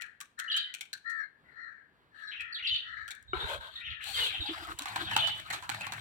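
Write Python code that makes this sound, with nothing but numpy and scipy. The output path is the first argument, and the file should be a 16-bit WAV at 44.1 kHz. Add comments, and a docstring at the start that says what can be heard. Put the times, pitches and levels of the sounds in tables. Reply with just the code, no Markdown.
"""Sharp wing claps ring out as pigeons take off from a walled roof terrace: lone beats first, at the end
a close flurry of whooshing feathers. Each clap is an impact that rings the quills and the air between
the wings. Crows caw on the left, harmonics shaped by a narrow throat, and mynas chatter in whistled
glides; the walls echo them. Soft knocks and rough rustles of friction come in between, and a light
breeze buffets the microphones over the faint hum of the town."""
import sys
import numpy as np
from scipy import signal
from scipy.fft import rfft, irfft, next_fast_len
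from scipy.io import wavfile
from scipy.ndimage import uniform_filter1d, map_coordinates

SR = 44100
rng = np.random.default_rng(int(sys.argv[2]) if len(sys.argv) > 2 else 0)


def wav_record(signal):
    """Record a signal, one row per channel, as 16-bit PCM in the file named by sys.argv[1]."""
    frames = np.transpose(np.atleast_2d(signal))
    bounded = np.clip(frames, -1, 1)
    # unit amplitude maps onto the largest positive 16-bit level
    quanta = np.round(bounded * 32767).astype(np.int16)
    wavfile.write(sys.argv[1], SR, quanta)


N = 264952
TIME = np.arange(N) / SR

# Table levels are relative. Pan is left level minus right level.
# Spectrum of air rushing through feathers: f/Hz, level/dB
SWISH_SPECTRUM = [(350, -13.5), (500, -26.5), (680, -6), (830, -11.5), (1150, -8), (1600, -2), (2300, -10),
                  (4000, -10.5), (5200, -25)]
# Spectrum of the fine hiss of sliding vanes or fibres: f/Hz, level/dB
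HISS_SPECTRUM = [(2000, -3), (4000, 5), (5200, 0), (6500, 5), (7700, 9), (9200, 5), (12000, 2),
                 (15500, -1.5)]


def from_db(db):
    """Amplitude ratio of a level."""
    return 10 ** (np.asarray(db) / 20)


def rms_one(x):
    """Normalisation to unit rms."""
    return x / np.sqrt(np.mean(x ** 2) + 1e-20)


def envelope(points):
    """Gain interpolated through (t/s, level/dB) points, fading quickly outside their span."""
    s, db = np.transpose(points)
    inside = uniform_filter1d(((TIME >= s[0]) & (TIME <= s[-1] + .01)) * 1., size=400)
    return from_db(np.interp(TIME, s, db)) * inside


def swell_hold_release(s, swell_s, hold_s, release_s):
    """Envelope with a quadratic rise, a plateau and an exponential decay."""
    t = TIME - s
    return np.clip(t / swell_s, 0, 1) ** 2 * np.exp(-np.clip((t - swell_s - hold_s) / release_s, 0, 20))


def bump(s, half_s):
    """Gaussian envelope peaking at time s."""
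    return np.exp(-np.minimum(((TIME - s) / half_s) ** 2, 20))


def at_hz(points, hz):
    """Gain interpolated through (f/Hz, level/dB) points, falling steeply beyond their ends."""
    f, db = np.transpose(points)
    log_f = np.log([f[0] / 2, *f, f[-1] * 2])
    return from_db(np.interp(np.log(hz + 1), log_f, [db[0] - 19.5, *db, db[-1] - 30]))


def colour(x, points):
    """Minimum-phase filter of unit power gain: causal, so nothing sounds early."""
    size = next_fast_len(x.shape[-1] + 4096)
    size += size % 2
    gain = rms_one(at_hz(points, np.arange(size // 2 + 1) * SR / size))
    cepstrum = irfft(np.log(gain))
    cepstrum[1:size // 2] *= 2
    cepstrum[size // 2 + 1:] = 0
    return irfft(rfft(x, size) * np.exp(rfft(cepstrum)), size)[..., :x.shape[-1]]


def passband(x, band, hz, order):
    """Maximally flat low-pass or high-pass filter."""
    return signal.sosfilt(signal.butter(order, hz, btype=band, fs=SR, output="sos"), x)


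def resonator(x, hz, q):
    """Resonance with steep skirts, from two equal stages in cascade; unit rms."""
    b, a = signal.iirpeak(hz, max(q, 1), fs=SR)
    return rms_one(signal.lfilter(b, a, signal.lfilter(b, a, x + 1e-18)))


def drift(rate_hz, size=N):
    """Interpolated random fluctuation with a standard deviation near 1."""
    knots = rng.standard_normal(size // 8 + 4)
    return 1.2 * map_coordinates(knots, [np.arange(size) * min(rate_hz / SR, 1 / 8)], order=1)


def pan(db):
    """Constant-power panning; positive is to the left."""
    return rms_one(from_db(np.array([[db], [-db]]) / 2))


def noise_pair(correlation, size=N):
    """Partly correlated white noise at two microphones."""
    common = np.sqrt(correlation) * rng.standard_normal(size)
    return common + np.sqrt(1 - correlation) * rng.standard_normal((2, size))


def grainy(rate_hz, grain_db, correlation):
    """Friction noise: random modulation breaks it into tiny snaps, as of sliding vanes or fibres."""
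    return rms_one(noise_pair(correlation) * from_db(grain_db * np.clip(drift(rate_hz), -2.5, 2.5)))


def patchy(x, depth_db, rate_hz):
    """Quarter-octave bands fluctuate independently, as hollows between moving surfaces change shape."""
    size = next_fast_len(N)
    spectrum, octave = rfft(x, size), np.log2(np.arange(size // 2 + 1) * SR / size + 1)
    out = 0
    for centre in np.arange(6, 12.6, .25):
        band = irfft(spectrum * np.clip(1 - 4 * np.abs(octave - centre), 0, 1), size)[:, :N]
        out = out + band * from_db(depth_db * np.clip(drift(rate_hz), -2, 2))
    return rms_one(out)


def add(out, s, sound):
    """Superpose a sound from time s onwards."""
    i = max(0, int(s * SR))
    out[:, i:i + sound.shape[-1]] += sound[:, :max(0, N - i)]


def terrace(x, wall_db, bass_t60_s=.45, treble_t60_s=.34, crossover_hz=3590):
    """Reverberation: smeared early reflections and a diffuse tail whose treble decays first."""
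    # Wall reflections: delay/s, level/dB
    walls = [(0.0105, -2.5), (0.02, -3.5), (0.044, -6)]
    t, response = TIME[:SR * 3 // 4], 0
    for band, t60 in (("low", bass_t60_s), ("high", treble_t60_s)):
        shape = from_db(-4 - 60 * t / t60) * (t > .006)
        for delay, db in walls:
            shape = shape + from_db(db + wall_db) * np.exp(-np.abs(t - delay) / .00029)
        response = response + passband(noise_pair(.081, len(t)) * shape, band, crossover_hz, order=6)
    response = passband(response, "low", 6500, order=1)
    return signal.fftconvolve(x, rms_one(response) / np.sqrt(len(t)), axes=1)[:, :N]


def town_hum(floor_db=-72.5):
    """Steady ambient hum of the town; the recorder's automatic gain lifts it briefly in two lulls."""
    # Spectrum of the hum: f/Hz, level/dB
    spectrum = [(25, -16), (70, -1), (150, -0.5), (400, -6), (800, -10.5), (1500, -5.5), (2500, -15.5),
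                (4200, -18.5), (5500, -35), (15000, -36.5)]
    # Lifts as the gain recovers, at set times: peak t/s, half-width/s, level/dB
    gain_lifts = [(1.486, 0.095, -72), (2.031, 0.12, -74)]
    strength = from_db(floor_db) + sum(from_db(db) * bump(s, half_s) for s, half_s, db in gain_lifts)
    return strength * colour(noise_pair(.73), spectrum)


def breeze(gain_db=3.5, lumpy_db=3):
    """Turbulence at the microphones: lumpy, low-frequency pressure fluctuations."""
    # The breeze gets up and stays: t/s, level/dB
    rise = [(2.2, -107), (2.4, -78), (3.3, -75.5), (4.6, -59.5), (6.0, -70.5)]
    # Gusts on top of it: peak t/s, half-width/s, level/dB
    gusts = [(2.424, 0.028, -71), (2.72, 0.034, -59.5), (3.019, 0.12, -74), (3.355, 0.061, -50.5),
             (3.447, 0.014, -41), (3.545, 0.08, -57), (3.9, 0.037, -57), (4.165, 0.062, -60),
             (4.411, 0.025, -51), (4.7, 0.055, -83), (5.076, 0.084, -63)]
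    # Spectrum of the buffeting: f/Hz, level/dB
    spectrum = [(25, -43), (45, 6.5), (75, 12), (120, 5), (180, -8.5), (300, -21), (600, -96)]
    wind = envelope(rise) + sum(from_db(db) * bump(s, half_s) for s, half_s, db in gusts)
    buffet = rms_one(colour(noise_pair(.53), spectrum) * from_db(lumpy_db * drift(27)))
    return from_db(gain_db) * wind * buffet * pan(-15)


def rustles(release_s=.021, glide_width_hz=420):
    """Sliding friction drives resonances: a hollow note, a lumpy scuff, a gliding rasp and a hiss."""
    # Strokes: t/s, swell/s, hold/s, hollow f/Hz, hollow level/dB, scuff level/dB, rasp level/dB,
    # hiss level/dB, resonance f/Hz, its glide/(Hz/s), its level/dB
    strokes = [(2.118, 0.083, 0.026, 488, -97, -78, -60, -75, 4134, -5, -65),
               (3.332, 0.0084, 0.035, 408, -62, -44, -44.5, -67, 2170, 5000, -52),
               (3.351, 0.06, 0.055, 434, -51, -44, -41, -62, 3335, 4509, -42),
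               (3.452, 0.041, 0.057, 567, -41.5, -38.5, -37.5, -53.5, 3214, 800, -45.5),
               (3.592, 0.021, 0.069, 659, -57, -47, -50, -67, 3970, 2, -61),
               (3.676, 0.064, 0.066, 590, -79, -82, -50.5, -71, 4350, -2000, -56.5),
               (3.991, 0.083, 0.098, 588, -93, -79, -39.5, -47.5, 3910, 3400, -44),
               (4.132, 0.061, 0.08, 456, -54.5, -45.5, -37.5, -45.5, 4730, -4000, -44),
               (4.291, 0.012, 0.023, 656, -70, -67, -39.5, -74, 2400, 0, -43)]
    # Spectrum of the scuff: f/Hz, level/dB
    scuff_spectrum = [(580, -11.5), (730, 5.5), (900, 13), (1020, 12), (1130, -11), (1280, -4), (1520, -12),
                      (1800, -2), (2300, -9), (2700, -9.5)]
    # Resonances of the rubbed surface: f/Hz, level/dB
    modes = [(930, -10), (1030, -3.5), (1260, -4.5), (1530, 4.5)]
    # Spectrum of the rasp: f/Hz, level/dB
    rasp_spectrum = [(1500, -7), (2000, -12), (2600, -7), (3300, -0.5), (3950, -3), (4600, -23),
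                     (5400, -37.5)]
    lumps, friction = grainy(200, 2, .85), grainy(900, 1.5, .3)
    ringing = sum(from_db(db + 2 * drift(14)) * resonator(lumps, hz, q=11) for hz, db in modes)
    lumpy = rms_one(.82 * colour(lumps, scuff_spectrum) + ringing)
    coarse = patchy(colour(friction, rasp_spectrum), depth_db=4, rate_hz=12)
    fine = colour(friction, HISS_SPECTRUM)
    # complex narrowband noise, shifted up to the gliding resonance in each stroke
    narrow = passband(noise_pair(.57) + 1j * noise_pair(.19), "low", glide_width_hz / 2, order=4)
    narrow = rms_one(narrow.view(float)).view(complex)
    low, high = 0, 0
    for s, swell_s, hold_s, hollow_hz, *levels, ring_hz, glide_hz_per_s, ring_db in strokes:
        stroke, t = swell_hold_release(s, swell_s, hold_s, release_s), TIME - s
        hollow, scuff, rasp, hiss = np.outer(from_db(levels), stroke)
        glide = np.real(narrow * np.exp(2j * np.pi * (ring_hz + glide_hz_per_s * t / 2) * t))
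        low = low + hollow * resonator(lumps, hollow_hz, q=3) + scuff * lumpy
        high = high + rasp * coarse + hiss * fine + from_db(ring_db) * stroke * glide
    return low * pan(2.94) + high * pan(8.5)


def knocks(attack_s=.0047):
    """Modal vibration of a struck hollow body; a long contact excites only the lowest modes."""
    # Soft blows: t/s, level/dB, contact time/s
    blows = [(3.332, -21, 0.00012), (3.502, -47, .0011)]
    # Modes of the body: f/Hz, level/dB, T60/s
    modes = [(144, -31, 0.29), (351.4, -10.5, 0.053), (372.4, 1.5, 0.046), (741, -14.5, 0.082),
             (1014, -22.5, 0.56), (1226, -4, 0.048), (1356, 15, 0.018), (2260, -1.5, 0.026),
             (2907, 4, 0.014)]
    out, t = np.zeros((2, N)), TIME[:SR // 5]
    for s, db, contact_s in blows:
        ring = 0
        for hz, mode_db, t60 in modes:
            amplitude = from_db(mode_db - 60 * t / t60) / (1 + (hz * contact_s) ** 4)
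            ring = ring + amplitude * np.sin(2 * np.pi * (hz * t + rng.random()))
        add(out, s, from_db(db) * ring * (1 - np.exp(-t / attack_s)) * pan(4.8))
    return out


def caw_contours(scoop=.14, droop=.085, grit=.18, crack=.22):
    """Phonation follows the breath: a caw scoops up in pitch, then droops and cracks as air runs out."""
    # Caws: t/s, swell/s, hold/s, level/dB, fundamental f/Hz, hoarseness (0-1), overtone level/dB
    caws = [(0.0, 0.00035, 0.039, -42.5, 475.4, 0.29, 0), (0.368, 0.021, 0.16, -41, 465, 0.55, 8),
            (0.62, 0.065, 0.054, -53, 520, 0, 5), (1.035, 0.034, 0.15, -33, 467.5, 0, -0.5),
            (1.42, 0.068, 0.028, -54, 527, 0.35, 7.5), (1.53, 0.054, 0.11, -43, 480, 0.29, 2),
            (1.735, 0.017, 0.01994, -55, 470, 0.37, -3), (2.08, 0.15, 0.064, -43, 464.7, 0.44, 11),
            (2.34, 0.071, 0.16, -44.5, 480.7, 0.34, -3), (2.54, 0.057, 0.19, -54.5, 493.3, 0.33, -11),
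            (2.79, 0.084, 0.17, -43, 475.8, 0.66, 6.5), (3.71, 0.069, 0.27, -48, 476, 0.39, 2)]
    loudness, hoarse, far = np.zeros((3, N))
    pitch, bright = np.full(N, float(caws[0][4])), np.ones(N)
    for s, swell_s, hold_s, db, hz, hoarseness, overtones_db in caws:
        begun = TIME >= s
        t = np.minimum(TIME[begun] - s, .5)
        progress, release_s = t / (swell_s + hold_s), .024 + .034 * hoarseness
        loudness += from_db(db) * swell_hold_release(s, swell_s, hold_s, release_s)
        pitch[begun] = hz * (1 - scoop * np.exp(-2 * t / swell_s) - droop * np.minimum(progress, 1.15) ** 2)
        hoarse[begun] = grit + hoarseness + crack * np.minimum(progress, 1.1) ** 6
        far[begun], bright[begun] = hoarseness, from_db(overtones_db)  # hoarser crows are further off
    # each caw takes over smoothly from the one before
    pitch, hoarse, far, bright = uniform_filter1d(np.array([pitch, hoarse, far, bright]), size=600)
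    return loudness, pitch, np.clip(hoarse, 0, 1), far, bright


def crows(trill_hz=75, trill=.039, jitter=.051, flicker_db=4.5, blur_rad=.9, gain_db=-2):
    """Source and filter: harmonics of a fast-shaking pitch pass the formants of a narrow throat."""
    # Response of the throat: f/Hz, level/dB
    throat = [(900, -45), (1200, -22), (1370, -3.5), (1560, 7), (1780, 3), (1980, 10.5), (2250, -31),
              (2700, -64), (3250, -39.5), (3600, -45.5), (4130, -19), (4400, -33.5), (4650, -37.5),
              (5150, -63.5), (5600, -35), (6100, -45.5), (6400, -53), (8000, -45.5), (10000, -56.5)]
    loudness, pitch, hoarse, far, bright = caw_contours()
    shake = np.sin(2 * np.pi * np.cumsum(trill_hz * (1 + .21 * hoarse * drift(40))) / SR)
    phase = 2 * np.pi * np.cumsum(pitch) / SR
    wobble = 2 * np.pi * np.cumsum(pitch * (trill * shake + jitter * hoarse * drift(500))) / SR
    voice = sum(at_hz(throat, k * pitch) * np.sin(k * (phase + wobble)) for k in range(2, 6))
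    for k in range(6, 20):  # faint overtones waver independently and throb with the shake
        strength = at_hz(throat, k * pitch) * from_db(flicker_db * (drift(22.21) - .5))
        overtone = np.sin(k * phase + (1.5 + 3 * hoarse) * wobble + blur_rad * drift(260))
        voice += bright * (1 + .23 * shake) * strength * overtone
    voice /= np.sqrt(uniform_filter1d(voice ** 2, size=1800))  # even out the power
    rattle = from_db(4 * hoarse * drift(150))
    voice = passband(voice * rattle, "high", 1200, order=8) * from_db(gain_db) * loudness
    direct, wet = 1 - .46 * far, from_db(-19) + from_db(-1) * far
    return voice * direct * pan(16) + terrace(voice * wet * pan(13), wall_db=5.5)


def mynas(warble_hz=70, warble=.039, rasp=.09, buzz_hz=620, beak_hz=4900, overtone_db=-33, gain_db=3):
    """Modulated whistles: in harsh notes a second voice adds sidebands; pitch and strength break up."""
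    # Notes: t/s, nominal length/s, start f/Hz, end f/Hz, level/dB, harshness (0-1)
    notes = [(0.481, 0.0075, 2990, 2970, -41.5, 0.04), (0.499, 0.022, 3430, 2800, -37, 0.21),
             (0.515, 0.0042, 4650, 4520, -52, 0.05), (0.516, 0.016, 4000, 3830, -37, 0.45),
             (0.541, 0.019, 2880, 3210, -33.5, 0.09), (0.565, 0.012, 3210, 2966, -35, 0.23),
             (0.573, 0.036, 4060, 3910, -40.5, 0.77), (2.274, 0.02, 4100, 3850, -50, 0.2),
             (2.312, 0.036, 3400, 1990, -47.5, 0.92), (2.356, 0.026, 3270, 2428, -50, 0.3),
             (2.395, 0.019, 2560, 2520, -42, 0.71), (2.527, 0.005, 4550, 4320, -43, 0),
             (2.543, 0.021, 4400, 3010, -42, 0), (2.585, 0.021, 3090, 1870, -47.5, 0.53),
             (2.624, 0.018, 3000, 2640, -44, 0.24), (2.645, 0.026, 3234, 2504, -37, 0.44),
             (2.669, 0.035, 4180, 3000, -36.5, 0.73), (2.704, 0.048, 3051, 2992, -35.5, 0.09),
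             (2.743, 0.02, 3800, 3280, -37, 0.93), (3.275, 0.058, 3800, 3725, -59, 0.09),
             (3.399, 0.018, 3720, 3624, -42.5, 0.27), (3.757, 0.01, 3780, 3490, -44.5, 0.16),
             (3.803, 0.06, 2200, 3194, -53.5, 0.48), (3.844, 0.044, 3205, 2674, -45.5, 0.74),
             (3.899, 0.041, 3120, 2854, -47, 0.93), (4, 0.046, 2314, 3100, -50, 0.95),
             (4.143, 0.018, 3300, 3030, -39, 0.15), (4.163, 0.031, 2100, 1933, -44, 0.74),
             (4.169, 0.041, 4110, 3053, -37.5, 0.94), (4.206, 0.033, 3030, 2876, -36, 0),
             (4.242, 0.035, 3690, 3057, -37, 0.87), (4.336, 0.028, 3200, 2906, -40.5, 0.73),
             (4.403, 0.028, 3970, 3550, -40.5, 0.21), (4.456, 0.046, 3785, 3055, -42, 0.8),
             (5.043, 0.055, 4007, 2880, -45.5, 0.62), (5.108, 0.054, 3217, 2450, -45.5, 0.2),
             (5.177, 0.034, 3067, 3487, -35, 1), (5.218, 0.038, 3017, 2986, -33, 0.1),
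             (5.257, 0.064, 3560, 3480, -46.5, 0.8), (5.291, 0.0096, 3020, 3050, -39.5, 0.7),
             (5.806, 0.016, 2562, 2704, -45, 0.28), (5.833, 0.028, 2566, 1975, -47.5, 1)]
    out = np.zeros((2, N))
    for s, length_s, start_hz, end_hz, db, harsh in notes:
        u = np.linspace(0, 1, int((length_s + .00625) * SR))
        jitter, flicker = drift(1500, 8000)[:len(u)], drift(301, 8000)[:len(u)]
        sway = warble * np.sqrt(abs(harsh)) * np.sin(2 * np.pi * (warble_hz * u * length_s + rng.random()))
        pitch = np.interp(u, [0, 1], [start_hz, end_hz]) * (1 + sway + rasp * harsh * jitter)
        phase = 2 * np.pi * np.cumsum(pitch) / SR
        second_voice = 1 + harsh * np.sin(2 * np.pi * np.cumsum(buzz_hz * (1 + .15 * flicker)) / SR)
        voice = passband(np.sin(phase) * second_voice, "low", beak_hz, order=8)
        voice += from_db(overtone_db) * (np.sin(2 * phase) + .35 * np.sin(3 * phase))
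        shape = signal.windows.tukey(len(u), .4) * from_db((4.1 * harsh - 1) * flicker)
        add(out, s - .002, from_db(db + gain_db) * rms_one(voice * shape) * pan(7 * harsh))
    return out


def wingbeats(birds=3, beat_hz=9.7, depth=.48):
    """Incoherent addition: the stroke powers of birds beating out of step sum to one envelope."""
    cycles = [rng.random() + np.cumsum(beat_hz * (1 + .1745 * drift(1.9))) / SR for _ in range(birds)]
    strokes = rms_one(np.sqrt(sum(np.sin(np.pi * cycle) ** 10 for cycle in cycles)))
    return rms_one(1 - depth + depth * strokes)


def flock(swish_db=2.5, vane_db=-12, thrum_db=-3):
    """Aerodynamic noise: beating wings whoosh, ruffle their vanes and shake the air."""
    # Swish of the flock, louder when closer: t/s, level/dB
    nearness = [(4.3, -53), (4.6, -46.5), (4.72, -46.5), (4.775, -50.5), (4.87, -47.5), (5.03, -41.5),
                (5.075, -50), (5.13, -41.5), (5.29, -43.5), (5.47, -53.5), (5.57, -45), (5.61, -53.5),
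                (5.71, -49.5), (6.0, -49.5)]
    # Low flutter of air as the birds pass close: t/s, level/dB
    flutter = [(4.9, -52.5), (5.188, -46.5), (5.472, -63.5), (5.5, -54.5), (5.65, -70), (5.726, -50.5),
               (6.0, -50)]
    # Spectrum of that flutter: f/Hz, level/dB
    flutter_spectrum = [(80, -14), (108, 6), (130, -4.5), (160, -3), (210, -11.5)]
    beating = envelope(nearness) * wingbeats()
    whoosh = from_db(swish_db) * patchy(colour(grainy(110, 2.5, .7), SWISH_SPECTRUM), 5, 26)
    vanes = from_db(vane_db) * colour(grainy(350, 2, .3), HISS_SPECTRUM)
    thrum = from_db(thrum_db) * envelope(flutter) * colour(noise_pair(1), flutter_spectrum)
    return beating * (whoosh * pan(6.1) + vanes * pan(2.7)) + thrum * pan(-.41)


def flaps(hollow_q=5.8, crinkle_db=-11):
    """Cavity resonance: a close stroke squeezes a hollow puff from under the wing; feathers crinkle."""
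    # Close wing strokes: peak t/s, half-width/s, level/dB, hollow f/Hz
    strokes = [(4.088, 0.03, -51.5, 780), (4.345, 0.012, -52, 780), (4.408, 0.011, -49, 310),
               (4.463, 0.025, -47.5, 840), (4.498, 0.013, -36.5, 318), (4.58, 0.013, -49, 805),
               (4.614, 0.023, -53, 329), (4.685, 0.0074, -50, 1290), (4.708, 0.028, -51.5, 326),
               (4.715, 0.014, -41, 1300), (4.746, 0.015, -63, 1040), (4.811, 0.011, -49.5, 296),
               (4.913, 0.051, -51, 1030), (5.003, 0.0056, -48, 1122), (5.019, 0.044, -47, 321),
               (5.023, 0.0098, -49, 1013), (5.08, 0.063, -55, 774), (5.65, .012, -50, 1460),
               (5.784, 0.0079, -51, 845), (5.9, 0.0079, -45.5, 804)]
    puff, crinkle = grainy(250, 2.5, .9), colour(grainy(400, 4, .5), SWISH_SPECTRUM)
    out = 0
    for s, half_s, db, hollow_hz in strokes:
        stroke = from_db(db) * bump(s, half_s)
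        hollow = np.sqrt(np.mean(stroke ** 2)) * resonator(puff * stroke, hollow_hz, hollow_q)
        out = out + hollow + from_db(crinkle_db) * stroke * crinkle
    return out


def quill_ticks(swell_s=.0024, decay_s=.00081):
    """Broadband transients: one stiff quill flicks past another with a tiny bright snap."""
    # Flicks: t/s, level/dB
    flicks = [(3.149, -48), (3.225, -52.5), (4.04, -37), (4.67, -46), (4.787, -28), (5.359, -51),
              (5.398, -43)]
    shape = sum(from_db(db) * swell_hold_release(s, swell_s, 0, decay_s) for s, db in flicks)
    return shape * colour(noise_pair(1), HISS_SPECTRUM) * pan(3)


def wing_claps(snap_delay_s=.001, soft_slap_s=.006, ring_width_hz=300, crackle_db=2.5, gain_db=.56):
    """Impact excitation: the wings meet in two quick slaps, ringing the quills and the hollow between."""
    # Claps: t/s, level/dB, slap decay/s, gap to second slap/s, its level/dB, nearness (0-1), pan/dB,
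    # quill f/Hz, quill level/dB, hollow f/Hz, hollow level/dB
    claps = [(0.0103, -42.5, 0.004, 0.0092, 9.5, 0.3, 7, 2420, 3.5, 1790, -21),
             (0.2033, -41.5, 0.0057, 0.0069, 0, 0, 5, 1630, -2, 1176, -6),
             (0.39, -37, 0.0038, 0.0074, 4, 0.26, 3.5, 3200, -7, 1416, 1.5),
             (0.5652, -36.5, 0.0057, 0.0077, -4, 0.2, 3, 3180, 4, 1390, -5),
             (0.739, -39, 0.0031, 0.0077, 1, 0.17, 5, 3130, -2, 2500, -2),
             (0.8085, -37.5, 0.0023, 0.0063, -10, 0.32, 7, 3180, -2.5, 2370, -2),
             (0.9297, -39.5, 0.0031, 0.0054, -5, 0.24, 6, 4220, 3.5, 1610, 0),
             (1.0964, -53, 0.011, 0.0035, -12, 0, 7, 6070, -4, 1800, -8),
             (2.406, -52, 0.0069, 0.011, -21, 0.44, -4, 4080, 0, 1850, -10),
             (3.0787, -45.5, 0.005, 0.0073, -12, 0.44, -2.5, 2930, -5, 1393, 2),
             (3.1059, -40.5, 0.004, 0.0087, -6, 0.35, 7, 3720, 2, 2250, -2),
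             (4.648, -49.5, 0.0036, 0.008, -17, 0.72, -2, 3340, -2, 1290, 9),
             (4.788, -36.5, 0.0009, 0.0045, 2, 0.65, 2, 3870, -0.5, 1006, -10),
             (4.8202, -39, 0.0057, 0.0096, -13, 0.4, 1, 3280, -9, 1030, -6),
             (4.8563, -38, 0.0055, 0.012, -13, 0.87, -0.5, 2230, -2, 1160, 1.5),
             (4.884, -44, 0.0027, 0.0064, -14, 0.6, -6, 3220, -8, 740, 1.5),
             (4.9592, -33, 0.0037, 0.006, -18, 0.91, -1, 3200, -8, 1010, 0.5),
             (5.1116, -41, 0.005, 0.0086, -13, 0.92, -4, 2700, 2, 930, 4.5),
             (5.1631, -24, 0.0065, 0.0086, -14, 0.92, 0, 3040, 1, 854, -7),
             (5.272, -35, 0.007, 0.008, -16, 0.67, -4.5, 3500, 0, 810, -2),
             (5.5012, -35, 0.004, 0.0074, -0.5, 0.8, 1, 2060, 3, 1840, -1.5),
             (5.5265, -32, 0.017, 0.011, -11, 0.66, -3.5, 1630, -6, 1230, -6.5),
             (5.623, -45, 0.015, 0.0076, -15, 0.7, 0.5, 1500, 0, 970, 4),
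             (5.6921, -30, 0.0026, 0.0066, -2.5, 0.79, -3.5, 1630, -6, 783, -10),
             (5.7149, -41, 0.0074, 0.008, -8, 0.8, 10, 2310, 1, 1560, -3),
             (5.7453, -41.5, 0.004, 0.012, -15, 0.87, 4, 1940, 4, 960, -12),
             (5.809, -40, 0.0043, 0.0075, -9, 0.81, -3, 2700, -2, 610, -10),
             (5.8662, -39.5, 0.005, 0.01, -19, 0.82, -2, 1790, -8, 1080, 0.5),
             (5.921, -35, 0.003, 0.014, -7, 0.79, -1, 1650, -6, 1000, -9)]
    # Spectrum of the low body of a clap: f/Hz, level/dB
    body = [(120, -25.5), (300, -16), (520, -21.5), (800, 0.5), (1100, -8.5), (1500, -0.5)]
    # Spectrum of its mid-range crack: f/Hz, level/dB
    crack = [(1050, -31.5), (1500, 16.5), (1800, 0.5), (2300, 11), (2900, 7.5), (4300, 12.5), (5300, -6.5),
             (7000, -28.5)]
    # Spectrum of its treble fizz: f/Hz, level/dB
    fizz = [(4000, -27), (5500, 2), (7600, 4.5), (9200, -0.5), (12000, -6), (15500, -10)]
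    size = 4000
    out, t = np.zeros((2, N)), TIME[:size]
    attack = 1 - np.exp(-t / .00025)
    brush = from_db(-18) * np.exp(-t / .018)  # the feathers brush apart
    for s, db, slap_s, gap_s, second_db, near, pan_db, ring_hz, ring_db, hollow_hz, hollow_db in claps:
        second_slap = from_db(second_db) * (t > gap_s) * np.exp(-np.abs(t - gap_s) / slap_s)
        crackle = from_db(crackle_db * drift(1100, size))
        shape = attack * (np.exp(-t / slap_s) + second_slap + brush) * crackle
        snaps = np.zeros(size)
        snaps[np.searchsorted(t, [snap_delay_s, snap_delay_s + gap_s])] = 1, from_db(second_db)
        snaps = from_db(-3) * np.exp(-slap_s / soft_slap_s) * rms_one(snaps)  # long slaps lose the snap
        # a near clap has more body and less fizz
        bands = [(body, -33.5 + 39 * near, .85), (crack, -1.5, .4), (fizz, .5 - 9.5 * near, .25)]
        clap = 0
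        for spectrum, band_db, correlation in bands:
            impact = snaps + rms_one(noise_pair(correlation, size) * shape)
            clap = clap + from_db(band_db) * rms_one(colour(impact, spectrum))
        quills = resonator(noise_pair(.1, size) * shape, ring_hz, q=ring_hz / (2 * ring_width_hz))
        hollow = resonator(noise_pair(.2, size) * shape, hollow_hz, q=8)
        clap += from_db(ring_db) * quills + from_db(hollow_db) * hollow
        add(out, s, .24 * from_db(db + gain_db) * clap * pan(pan_db))
    return out


def scene(impact_wet_db=-12, myna_wet_db=-4):
    """Superposition of the direct sounds and their echoes between the walls."""
    impacts, chatter = wing_claps() + quill_ticks() + knocks(), mynas()
    echoes = terrace(from_db(impact_wet_db) * impacts, wall_db=15.5)
    echoes += terrace(from_db(myna_wet_db) * chatter, wall_db=10.5)
    return impacts + chatter + echoes + crows() + flock() + flaps() + rustles() + breeze() + town_hum()


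def record(dry, lag_s=.000379, split_hz=1125, cutoff_hz=16100):
    """Time difference between spaced microphones: the left lags in the treble; the top is cut steeply."""
    size = next_fast_len(N + 2000)
    hz = np.arange(size // 2 + 1) * SR / size
    delay_s = lag_s * (1 - 1 / (1 + (hz / split_hz) ** 6))
    left = irfft(rfft(dry[0], size) * np.exp(-2j * np.pi * hz * delay_s), size)[:N]
    top_cut = signal.ellip(10, .1, 70, cutoff_hz, fs=SR, output="sos")
    return signal.sosfilt(top_cut, np.array([left, dry[1]]))


dry = scene()
out = record(dry)
wav_record(out)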